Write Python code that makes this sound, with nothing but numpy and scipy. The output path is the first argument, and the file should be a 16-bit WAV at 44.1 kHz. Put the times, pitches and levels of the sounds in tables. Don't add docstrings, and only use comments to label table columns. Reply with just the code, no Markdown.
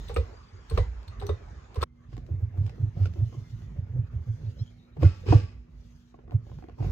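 import sys
import numpy as np
from scipy import signal
from scipy.fft import rfft, irfft, next_fast_len
from scipy.io import wavfile
from scipy.ndimage import uniform_filter1d

SR = 44100
rng = np.random.default_rng(int(sys.argv[2]) if len(sys.argv) > 2 else 0)


def digitize_waveform(pressure):
    field = np.atleast_2d(pressure).T
    bounded = np.clip(field, -1, 1)
    quanta = np.round(bounded * 32767).astype(np.int16)
    wavfile.write(sys.argv[1], SR, quanta)


def voltage_ratio(decibels):
    exponent = np.asarray(decibels, float) / 20
    return 10 ** exponent


N = 304731
CUT_S = 1.84

# pitch_hz, level_db [rms]
HUM_PARTIALS = [(120, -68), (241, -62), (323, -77)]
# freq_hz, t60_s
ROOM_DECAY = [(250, 0.18), (700, 0.12), (2000, 0.064), (5000, 0.32), (11000, 0.054)]
# freq_hz, left_minus_right_db
STEREO_BALANCE = [(60, -3), (150, -3.5), (450, 0), (1000, -0.5), (2000, -0.5), (4500, 6), (9000, -1.5)]
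# freq_hz, likeness [0-1]
STEREO_LIKENESS = [(100, 1), (250, 0.94), (500, 0), (1200, 0.2), (3000, 0), (7000, 0.5), (12000, 0.95)]
# freq_hz, lead_rad
STEREO_LEAD = [(0, 0), (430, 1.04), (860, 1.77), (1120, 0.42), (3620, 1.5), (4820, 3.5), (6290, 5),
               (6980, 7.5), (8350, 11), (9300, 9), (10900, 15.5), (15600, 11.5)]

# freq_hz, density_db [per Hz]
BARE_BED_COLOUR = [(25, -15.5), (42, 5), (87, -1.5), (145, -12.5), (248, -28), (325, -28), (403, -24.5),
                   (543, -30), (1190, -30), (2820, -41), (4580, -45), (6800, -46), (10000, -66.5),
                   (14000, -69.5)]
# freq_hz, density_db [per Hz]
BOOT_BED_COLOUR = [(25, -31), (52, 0.5), (76, -5.5), (150, -9), (200, -21), (280, -38), (400, -30.5),
                   (730, -41), (1850, -45.5), (2150, -44.5), (2450, -45.5), (5000, -48.5), (6600, -48),
                   (8000, -59), (10300, -50), (13000, -53.5)]
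# time_s, effort_db [above rest]
BARE_HAND_EFFORT = [(0, 4.5), (0.25, 8), (0.5, -2), (0.66, -1.5), (0.78, 17.5), (0.92, 1.5), (1.09, 0),
                    (1.28, 9.5), (1.7, -3), (1.82, 15)]
# time_s, effort_db [above rest]
BOOT_HAND_EFFORT = [(1.9, -2), (2.2, 7.5), (2.39, 8), (2.51, 8), (2.62, 9.5), (2.76, 10), (3.07, 8.5),
                    (3.35, 10), (3.56, 7.5), (3.81, 9.5), (4.5, 9.5), (4.8, 3.5), (5.37, 12.5), (5.6, 3),
                    (6.2, 1.5), (6.6, 9.5), (6.77, 4), (6.85, 23), (6.91, 20.5)]
# crest_s, level_db, half_length_s
BARE_SLEEVE = [
    (0.073, -66, 0.13),
    (0.759, -62, 0.045),
]
# crest_s, level_db, half_length_s
BOOT_SLEEVE = [(2.199, -88, 0.18), (2.75, -78.5, 0.13), (3.379, -70.5, 0.23), (3.581, -80.5, 0.052),
               (4.502, -73, 0.21), (5.2, -70, 0.068), (5.348, -58.5, 0.036), (5.92, -74.5, .13),
               (6.53, -75, 0.07), (6.91, -62, 0.067)]
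# crest_s, pitch_hz, peak_db, length_ms
RUB_WHISTLES = [
    (0.49, 4651, -62, 140),
    (1.97, 2083, -77.5, 130),
    (3.45, 2090, -71.5, 150),
]

# crest_s, pitch_hz, peak_db, length_ms
LEATHER_SQUEAKS = [(4.475, 3970, -61, 11), (4.6, 4020, -56, 14), (4.607, 5300, -58, 22),
                   (4.612, 3250, -65, 42), (4.682, 3200, -61.5, 20), (4.82, 3800, -69.5, 30),
                   (4.87, 3860, -73.5, 31), (4.94, 3820, -70, 20)]
# freq_hz, density_db [per Hz]
CREAK_COLOUR = [(200, 4.5), (330, 1), (700, -10), (1500, -23.5), (4000, -41)]
# start_s, crest_s, level_db, t60_s
GATE_SLIDES = [
    (2.067, 2.142, -59.5, 0.17),
    (2.548, 2.675, -59.5, 0.16),
    (2.923, 3.072, -50.5, 0.026),
    (4.986, 5.061, -43.5, 0.51),
    (5.253, 5.311, -36, 0.5),
    (6.775, 6.838, -56.5, 0.16),
]
# freq_hz, density_db [per Hz]
GRIND_COLOUR = [(400, -1.5), (880, -16), (1350, -13.5), (1900, -14), (2350, -14), (2550, -15.5),
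                (2800, -12.5), (3600, -19.5), (5150, -16), (5800, -24), (8150, -28), (10400, -74),
                (12600, -49.5), (15900, -66.5)]
# pitch_hz, level_db [over the grit]
HOUSING_RINGS = [(872, 16), (1150, 14.5), (1604, 6), (2530, 12), (5240, 2)]

# crest_s, peak_db, pitch_hz, length_ms
BARE_BOOMS = [(0.103, -33.5, 108, 6.6), (0.13, -33, 66.7, 34), (0.195, -17.5, 73, 27.6),
              (0.55, -40.5, 91.7, 25), (0.722, -29, 120, 8.4), (0.745, -18.5, 73.6, 17),
              (0.781, -22, 90, 14), (0.806, -17, 86.6, 26), (0.886, -29.5, 58, 70), (0.987, -34, 53.5, 37),
              (1.09, -33.5, 85.6, 19), (1.25, -31, 93, 26), (1.295, -22, 72, 4.3), (1.325, -23.5, 86.5, 35),
              (1.785, -18.5, 80.5, 9.2)]
# crest_s, peak_db, pitch_hz, length_ms
ROCK_BOOMS = [(2.148, -32.5, 114.4, 25), (2.319, -20.5, 89.8, 14), (2.345, -21, 90, 9.1),
              (2.385, -35, 95.2, 34), (2.437, -17.5, 97.8, 15), (2.544, -34.5, 94, 46),
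              (2.593, -18, 97.6, 15), (2.615, -18.5, 103, 11), (2.65, -22.5, 104.4, 39),
              (2.807, -23.5, 118, 13), (2.84, -15, 103.7, 16.5), (2.975, -21, 99, 5.3),
              (3.028, -15, 98, 32.6), (3.108, -25.5, 89.5, 18), (3.198, -20.5, 86.5, 20),
              (3.231, -16.5, 109, 18.7), (3.384, -25, 111, 12), (3.544, -28.5, 110.7, 23),
              (3.641, -33.5, 104.3, 18), (3.793, -18.5, 95, 8), (3.91, -28.5, 93.3, 17),
              (3.974, -26, 121.8, 59), (3.996, -19, 106.7, 11), (4.148, -28, 116.5, 18),
              (4.168, -19.5, 80, 11), (4.272, -31.5, 116.3, 8.2), (4.303, -21.5, 107.3, 26),
              (4.447, -28.5, 108, 19), (4.482, -27, 103, 27)]
# crest_s, peak_db, pitch_hz, length_ms
GEAR_BOOMS = [(4.621, -20.5, 108.4, 13.6), (4.999, -26, 140, 16), (5.033, -12.5, 96.8, 13),
              (5.049, -6, 88.4, 6.7), (5.064, -5.5, 94.4, 12), (5.245, -34, 78.3, 13.5),
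              (5.292, -17, 92.6, 17), (5.313, -7, 96.4, 10), (5.358, -4.5, 101.6, 12.7),
              (5.441, -23, 85, 13), (5.57, -33, 57.8, 65), (5.759, -38.5, 53.6, 72),
              (6.355, -13, 108.5, 14.9), (6.514, -37, 84, 9.7), (6.813, -21.5, 117, 16),
              (6.838, -25.5, 104.3, 27), (6.869, -16.5, 92.7, 6.1), (6.89, -23.5, 97, 7.1)]

# start_s, pitch_hz, peak_db, t60_s
BARE_RINGS = [(0.094, 1156, -50, 0.14), (0.097, 502, -31.5, 0.08), (0.101, 840, -43.5, 0.11),
              (0.1615, 2740, -32.5, 0.012), (0.1618, 2270, -36, 0.029), (0.1621, 1740, -40, 0.028),
              (0.1624, 1262, -36, 0.044), (0.1627, 788, -41.5, 0.061), (0.164, 500, -22, 0.13),
              (0.708, 1074, -44, 0.066), (0.711, 472, -33.5, .13), (0.773, 1247, -33, 0.027),
              (0.774, 1071, -29, 0.038), (0.777, 491, -20.5, 0.056), (0.777, 2820, -51, 0.043),
              (0.779, 769, -34, 0.059), (0.79, 2050, -51.5, 0.27), (1.218, 793, -42.5, .13),
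              (1.222, 445, -36.5, 0.26), (1.291, 3690, -47, 0.026), (1.292, 1257, -48, 0.084),
              (1.293, 583, -41, 0.05), (1.294, 466.5, -23.5, 0.083), (1.756, 1060, -45, 0.092),
              (1.76, 472, -34.5, 0.14), (1.81, 1286, -48, 0.077), (1.8255, 3470, -42, 0.06),
              (1.826, 1340, -34, 0.052), (1.8265, 1060, -25.5, 0.062), (1.827, 513, -28.5, 0.12)]
# start_s, pitch_hz, peak_db, t60_s
BOOT_RINGS = [(2.176, 257, -44, 0.069), (2.29, 334, -46.5, .07), (2.315, 313, -50, 0.076),
              (2.54, 730, -50.5, 0.13), (2.543, 336, -50.5, .07), (2.572, 580, -52, 0.056),
              (2.775, 353, -43.5, 0.067), (2.83, 312, -45.5, 0.095), (2.964, 705, -51, 0.26),
              (2.965, 562, -50.5, 0.17), (2.97, 358, -47.5, 0.13), (3.055, 1390, -43, 0.039),
              (3.056, 534, -47.5, 0.097), (3.07, 330, -47, 0.085), (3.158, 335, -43, 0.12),
              (3.16, 581, -54.5, 0.15), (3.34, 1070, -58, 0.079), (3.35, 395, -57, 0.21),
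              (3.76, 572, -53.5, 0.18), (3.96, 528, -46, .1), (4.255, 1136, -63, 0.065),
              (4.27, 502, -55.5, 0.11), (4.565, 552, -53, 0.14), (4.965, 596, -46, 0.061),
              (4.968, 340, -50, 0.039), (5.027, 1030, -32.5, 0.02), (5.028, 530, -23, 0.053),
              (5.03, 337.6, -22.5, 0.075), (5.04, 1430, -45.5, .17), (5.05, 2080, -47.5, 0.079),
              (5.07, 1327, -54, .45), (5.235, 510, -45.5, 0.057), (5.282, 980, -41.5, 0.065),
              (5.288, 403, -27, 0.091), (5.323, 952, -19, 0.02), (5.324, 588, -23, 0.053),
              (5.325, 327, -22, 0.065), (5.326, 729, -18.5, 0.036), (5.335, 1130, -45, 0.15),
              (5.35, 492, -37, 0.19), (5.37, 880, -55.5, 0.83), (6.32, 584, -43, 0.072),
              (6.49, 518, -54, 0.15), (6.785, 910, -49, 0.1), (6.825, 937, -46, 0.065)]

# start_s, peak_db, treble_db [over peak]
DETENT_TICKS = [(0.081, -44, 2), (0.085, -37, -1.5), (0.142, -36.5, -0.5), (0.698, -34.5, 4),
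                (0.75, -46, 0.5), (1.03, -52, -2), (1.078, -38.5, -4), (1.083, -41.5, -2),
                (1.199, -39.5, 3.5), (1.204, -43.5, -3), (1.267, -33.5, 8), (1.744, -41.5, 3.5),
                (1.818, -28, 1.5)]
# pitch_hz, level_db, t60_s
DETENT_MODES = [(3610, -4, .015), (3900, 0, .013), (4300, -1, .017), (5870, -12, .012), (8310, -6, .022),
                (9260, -9, .018), (14200, -14, .012)]
# freq_hz, density_db [per Hz]
DETENT_CRACK = [(500, -1), (1500, -13.5), (2800, -4.5), (4000, -7.5), (6000, -15.5), (8400, -9.5),
                (10300, -6.5), (14000, -18), (15900, -28.5)]
# start_s, peak_db, treble_db [over peak]
LOOSE_TICKS = [(6.141, -41.5, -33.5), (6.189, -43, -34), (6.237, -53, -43), (6.278, -43.5, -31),
               (6.295, -44, -32.5), (6.309, -40.5, -0.5), (6.319, -33.5, -32.5), (6.467, -43.5, -30.5),
               (6.497, -44, -27.5), (6.515, -41.5, -27.5), (6.586, -41.5, -26), (6.624, -38, -28.5),
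               (6.64, -37, -27.5), (6.685, -37, -25), (6.696, -38.5, -21)]
# freq_hz, density_db [per Hz]
LOOSE_CRACK = [(250, 10.5), (600, -6.5), (1400, -20), (2500, -27.5), (6000, -44), (15900, -80)]
# start_s, peak_db, treble_db [over peak]
BARE_KNOCKS = [
    (0.093, -32, -16),
    (0.162, -21.5, -20.5),
    (0.709, -34, -14.5),
    (0.774, -18.5, -20),
    (1.212, -34, -23.5),
    (1.222, -35, -20),
    (1.289, -24, -24),
    (1.756, -34, -10),
    (1.81, -33, -17.5),
    (1.826, -19, -12.5),
]
# pitch_hz, level_db, t60_s
BARE_MODES = [(434, -19.5, 0.056), (427, -2.5, 0.087), (484, -6, 0.062), (560, -21.5, 0.036),
              (758, -9.5, 0.059), (1030, -10, 0.15), (1131, -10, 0.1), (1973, -26.5, 0.32),
              (2500, -29.5, 0.08), (3760, -29.5, 0.03), (4060, -29.5, 0.036)]
# freq_hz, density_db [per Hz]
BARE_CRACK = [(300, -50), (500, 3), (700, -4), (1200, -7.5), (2240, -19), (3100, -25.5), (4000, -26.5),
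              (5200, -33.5), (7300, -53), (8400, -35), (10200, -74), (14500, -51.5), (15900, -76)]
# start_s, peak_db, treble_db [over peak]
ROCK_KNOCKS = [(2.129, -41.5, -16), (2.167, -39.5, 3), (2.178, -34.5, -10.5), (2.265, -48, 13.5),
               (2.288, -41.5, -39), (2.54, -54, -41), (2.573, -40.5, -25), (2.664, -36, -0.5),
               (2.677, -44, -11), (2.695, -36, -3), (2.78, -44.5, -39), (2.968, -52, -40),
               (3.057, -32.5, -2), (3.137, -44.5, -3), (3.156, -47.5, -37), (3.325, -43, -28.5),
               (3.345, -41.5, -37), (3.62, -46.5, -10), (3.77, -47, -22.5), (3.957, -43, -44),
               (4.261, -60.5, -26.5), (4.595, -58, -38)]
# start_s, peak_db, treble_db [over peak]
GEAR_KNOCKS = [(4.967, -35, -29.5), (5.012, -38.5, -24), (5.022, -26.5, -18), (5.03, -18.5, -21),
               (5.263, -32.5, -26), (5.287, -26.5, -13), (5.325, -14, -31.5), (6.781, -42, -34.5),
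               (6.803, -32.5, -32.5), (6.823, -30, -29), (6.843, -31.5, -37), (6.878, -37, -34.5)]
# pitch_hz, level_db, t60_s
BOOT_MODES = [(352, 4, 0.054), (445, -3, 0.015), (585, -7.5, 0.1), (730, 0, 0.057), (790, -3, 0.035),
              (1060, -8, 0.038), (1340, -30, .25), (1416, -39, 0.024), (2480, -34.5, 0.051),
              (5200, -46, .03)]
# freq_hz, density_db [per Hz]
BOOT_CRACK = [(150, -39.5), (250, 8), (673, -14.5), (1240, -27), (2470, -33.5), (3750, -39.5), (5040, -43),
              (8340, -50.5), (10100, -78.5), (12900, -55.5), (15900, -75)]


def along(table, hz):
    table_hz, value = np.transpose(table)
    return np.interp(np.log(hz + 1), np.log(table_hz), value)


def colour(x, table, lo_hz=0, hi_hz=SR):
    hz = np.arange(x.shape[-1] // 2 + 1) * SR / x.shape[-1] + 1
    edges = 1 / (1 + (lo_hz / hz) ** 8) / (1 + (hz / hi_hz) ** 8)
    y = irfft(rfft(x) * voltage_ratio(along(table, hz)) * np.sqrt(edges), x.shape[-1])
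    return y / np.sqrt(np.mean(y ** 2))


def fade60(t, t60):
    return np.exp(-np.log(1000) * t / t60)


def stereo_noise(size):
    mid, side = rfft(rng.standard_normal((2, size)))
    like = along(STEREO_LIKENESS, np.arange(len(mid)) * SR / size)
    mid = mid * np.sqrt((1 + like) / 2)
    side = side * np.sqrt((1 - like) / 2)
    return irfft(np.array([mid + side, mid - side]), size)


def long_noise(table, lo_hz=0, hi_hz=SR, gain=1):
    return colour(stereo_noise(N + 1)[:, :N + 1] * gain, table, lo_hz, hi_hz)[:, :N]


def walk(rate):
    hold = int(SR / rate)
    return uniform_filter1d(np.repeat(rng.standard_normal(N // hold + 1), hold), hold)[:N]


def add(out, x, s):
    i = max(int(s * SR), 0)
    n = min(x.shape[-1], N - i)
    out[..., i:i + n] += x[..., :n]


def echo(x, wet_db):
    t, tail = np.arange(SR // 2) / SR, 0
    for hz in 250 * 2 ** np.arange(6.):
        octave = signal.butter(2, [hz / np.sqrt(2), hz * np.sqrt(2)], "band", fs=SR, output="sos")
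        band = signal.sosfilt(octave, stereo_noise(len(t)))
        tail = tail + band * fade60(t, along(ROOM_DECAY, hz)) * np.minimum(t / 0.0027, 1)
    tail = tail / np.sqrt(np.sum(tail ** 2) / 2)
    return x + voltage_ratio(wet_db) * signal.fftconvolve(x, tail, axes=1)[:, :N]


def hum():
    t, out = np.arange(N) / SR, 0
    for hz, db in HUM_PARTIALS:
        gain = voltage_ratio(db + walk(12))
        drift = np.cumsum(walk(30)) * 6 / SR
        out = out + np.sqrt(2) * gain * np.sin(2 * np.pi * hz * t + drift)
    return out


def bed(effort, brushes, air, rest_db, follow, flicker_db, top_db):
    t, out = np.arange(N) / SR, 0
    work = np.interp(t, *np.transpose(effort))
    sleeve = sum(voltage_ratio(db) * np.exp(-((t - s) / half) ** 2 / 2) for s, db, half in brushes)
    bands_hz = [(0, 200), (200, 2300), (2300, 9500), (10800, SR)]
    for (lo, hi), db, share, flick in zip(bands_hz, rest_db, follow, flicker_db):
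        gain = voltage_ratio(db + share * work)
        if lo > 2000:
            gain = gain + sleeve * voltage_ratio(top_db * (hi == SR))
        gain = gain * voltage_ratio(flick * walk(60 if hi < SR else 9))
        out = out + gain * long_noise(air, lo, hi)
    return out


def patchy(x, patch_db):
    z = signal.stft(x, nperseg=512)[2]
    field = uniform_filter1d(rng.standard_normal(z.shape[1:]), size=3, axis=0)
    field = uniform_filter1d(field, size=14, axis=1)
    return signal.istft(z * voltage_ratio(patch_db * field / field.std()), nperseg=512)[1][:, :N]


def squeaks(table, stutter_hz, glide):
    out, t = np.zeros(N), np.arange(-7000, 7000) / SR
    for s, hz, db, ms in table:
        swell = np.exp(-(t * 1000 / ms) ** 2)
        add(out, voltage_ratio(db) * swell * np.sin(2 * np.pi * hz * (t + glide * t ** 2 / ms)), s + t[0])
    return out * walk(stutter_hz)


def creak(boom):
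    early_s, share_db = 0.021, -23
    push = uniform_filter1d(np.abs(boom), int(0.037 * SR))
    push = np.roll(push, -int(early_s * SR)) * voltage_ratio(0.81 * walk(140))
    return voltage_ratio(share_db) * push * long_noise(CREAK_COLOUR)


def slides():
    t, level = np.arange(N) / SR, 0
    for start, crest, db, t60 in GATE_SLIDES:
        swell = np.clip((t - start) / (crest - start), 0, 1) ** 1.2
        level = level + voltage_ratio(db - 60 * np.maximum(t - crest, 0) / t60) * swell
    grit = long_noise(GRIND_COLOUR, gain=voltage_ratio(np.append(walk(260), 0)))
    housing = 0
    for hz, db in HOUSING_RINGS:
        b, a = signal.iirpeak(hz, 1 / 0.013, SR)
        housing = housing + voltage_ratio(db) * signal.lfilter(b, a, grit)
    return level * (grit + housing * (t > 4.9))


def booms(table, rebound_db, rebound_s):
    ring_db, ring_s, skew = -16, 0.052, 0.91
    out, t = np.zeros(N), np.arange(-4000, 12000) / SR
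    for (s, db, hz, ms), turn in zip(table, rng.random((len(table), 2))):
        width = ms / 1000 / 1.92 * np.where(t < 0, skew, 1 / skew)
        shove = np.exp(-(t / width) ** 2 / 2)
        ring = voltage_ratio(ring_db) * np.exp(-np.abs(t) / ring_s) / (1 + np.exp(-t / 0.018))
        first = (shove + ring) * np.cos(2 * np.pi * (hz * t + turn[0]))
        bounce = np.exp(-((t - rebound_s) / 0.0089) ** 2 / 2)
        again = voltage_ratio(rebound_db) * bounce * np.cos(2 * np.pi * (hz * t + turn[1]))
        add(out, voltage_ratio(db) * (first + again), s + t[0])
    return out


def rings(table, rise_s, sag, sag_s, skew, rough_db):
    out, t = np.zeros((2, N)), np.arange(16384) / SR
    for s, hz, db, t60 in table:
        turn, side = rng.random(2)
        pitch_rub, level_rub = [np.interp(t, np.linspace(0, t[-1], 65), r) for r in rng.standard_normal((2, 65))]
        drop = sag / (1 + (hz / 650) ** 4)
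        cycles = hz * (t - drop * (t - sag_s * (1 - np.exp(-t / sag_s)))) + 0.099 * pitch_rub
        shape = (1 - np.exp(-t / rise_s)) * fade60(t, t60) * np.cos(np.pi / 2 * t / t[-1])
        apart = skew * (side - .5) * np.array([[1], [-1]])
        tone = np.sin(2 * np.pi * (cycles + turn) + apart)
        add(out, voltage_ratio(db + rough_db * level_rub) * shape / shape.max() * tone, s)
    return out


def knocks(table, modes, crack, ms, ring_db, scatter_db, usual_db, side_db, grain_db, hard_hz, shortest):
    out, t = np.zeros((2, N)), np.arange(8192) / SR
    lead_s = .004
    since = np.maximum(t - lead_s, 0)
    hz, db, t60 = np.transpose(modes)[:, :, None]
    f = np.arange(len(t) // 2 + 1) * SR / len(t)
    for s, peak_db, treble_db in table:
        span = ms / 1000 * np.clip(voltage_ratio(0.44 * (usual_db - treble_db)), shortest, 1.7)
        grains = voltage_ratio(grain_db * np.repeat(rng.standard_normal(len(t) // 32), 32))
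        chatter = np.exp(-since / span) * (1 - np.exp(-since / (.5 * span))) * grains
        snap = colour(stereo_noise(len(t)) * chatter, crack, lo_hz=370)

        detune, phase, level = rng.standard_normal((3, 2, len(modes), 1))
        tone = np.sin(2 * np.pi * hz * (1 + 0.0092 * detune[:1]) * t + phase * 0.16)
        mode_gain = voltage_ratio(db + scatter_db * level[:1] + side_db * level)
        body = (mode_gain * tone * fade60(t, t60)).sum(axis=1)
        drive = rng.standard_normal(2048) * chatter[:2048] ** 2
        drive = drive / np.sqrt(np.sum(drive ** 2))
        drive[int((lead_s + span / 4) * SR)] += 1
        ring = signal.fftconvolve(body, drive[None], axes=1)[:, :len(t)]

        hit = snap / np.abs(snap).max() + voltage_ratio(ring_db) * ring / np.abs(ring).max()
        tilt = voltage_ratio((treble_db - usual_db) / (1 + (hard_hz / (f + 1)) ** 2))
        hit = irfft(rfft(hit) * tilt, len(t))
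        add(out, voltage_ratio(peak_db) * hit / np.abs(hit).max() * np.cos(np.pi / 2 * t / t[-1]), s - lead_s)
    return out


def bare_lever():
    metal = knocks(DETENT_TICKS, DETENT_MODES, DETENT_CRACK, ms=2.4, ring_db=4.0, scatter_db=2.5,
                   usual_db=-0.5, side_db=7.0, grain_db=12.0, hard_hz=2500, shortest=.6)
    metal += rings(BARE_RINGS, rise_s=0.0035, sag=0.12, sag_s=0.012, skew=0.48, rough_db=3.5)
    metal += knocks(BARE_KNOCKS, BARE_MODES, BARE_CRACK, ms=6.4, ring_db=-1.0, scatter_db=1.5,
                    usual_db=-33.0, side_db=-0.5, grain_db=3.5, hard_hz=2800, shortest=1.1)
    boom = booms(BARE_BOOMS, rebound_db=-9.5, rebound_s=0.04)
    return echo(metal, wet_db=-8.0) + voltage_ratio(-7.0) * hum() + boom


def booted_lever():
    metal = rings(BOOT_RINGS, rise_s=0.0017, sag=0.018, sag_s=0.031, skew=0.95, rough_db=2.5)
    metal += knocks(ROCK_KNOCKS + GEAR_KNOCKS, BOOT_MODES, BOOT_CRACK, ms=3.77, ring_db=-7.0, scatter_db=8.0,
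                    usual_db=-24.5, side_db=0.0, grain_db=1.0, hard_hz=1020, shortest=0.39)
    metal += knocks(LOOSE_TICKS, BOOT_MODES, LOOSE_CRACK, ms=2.4, ring_db=-1.0, scatter_db=8.0,
                    usual_db=-26.0, side_db=1.0, grain_db=1.0, hard_hz=1020, shortest=0.37)
    boom = booms(ROCK_BOOMS, rebound_db=-9, rebound_s=0.042)
    boom += booms(GEAR_BOOMS, rebound_db=-16, rebound_s=0.03)
    low_cut = signal.butter(2, 52, "high", fs=SR, output="sos")
    leather = squeaks(LEATHER_SQUEAKS, stutter_hz=400, glide=11) + creak(boom)
    return echo(metal, wet_db=-9.0) + hum() + slides() + leather + signal.sosfiltfilt(low_cut, boom)


def scene():
    after = np.clip((np.arange(N) / SR - CUT_S) / 0.0014 + .5, 0, 1)
    bare_air = bed(BARE_HAND_EFFORT, BARE_SLEEVE, BARE_BED_COLOUR, rest_db=(-48.5, -58.5, -69.5, -91),
                   follow=(1.0, 0.59, 0.18, 0.72), flicker_db=(3.0, 1.25, 0.67, 2.5), top_db=-9.5)
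    boot_air = bed(BOOT_HAND_EFFORT, BOOT_SLEEVE, BOOT_BED_COLOUR, rest_db=(-55.0, -66.0, -89.0, -108),
                   follow=(1.08, 0.92, 0.75, 1.2), flicker_db=(3.2, 1.4, 1.6, 3.5), top_db=-21.5)
    air = patchy(bare_air * (1 - after) + boot_air * after, patch_db=3.0)
    whistles = squeaks(RUB_WHISTLES, stutter_hz=60, glide=1.5)
    return bare_lever() * (1 - after) + booted_lever() * after + air + whistles


def top_cut(x):
    return signal.sosfilt(signal.butter(12, 16010, fs=SR, output="sos"), x)


def record(dry):
    edge = 4096
    dry = np.pad(dry, ((0, 0), (edge, edge)), mode="reflect")
    size = next_fast_len(N + 2 * edge)
    hz = np.arange(size // 2 + 1) * SR / size
    lead = np.exp(.5j * np.interp(hz, *np.transpose(STEREO_LEAD)))
    left = voltage_ratio(along(STEREO_BALANCE, hz) / 2) * lead
    response = 1 / np.sqrt(1 + (42 / (hz + 1)) ** 6)
    response = response * (hz < 15800)
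    response = response * voltage_ratio(-14 * np.exp(-((hz - 10000) / 850) ** 4))
    mix = irfft(rfft(dry, size) * np.array([left, 1 / left]) * response, size)[:, edge:edge + N]
    return top_cut(mix)


dry = scene()
out = record(dry)
digitize_waveform(out)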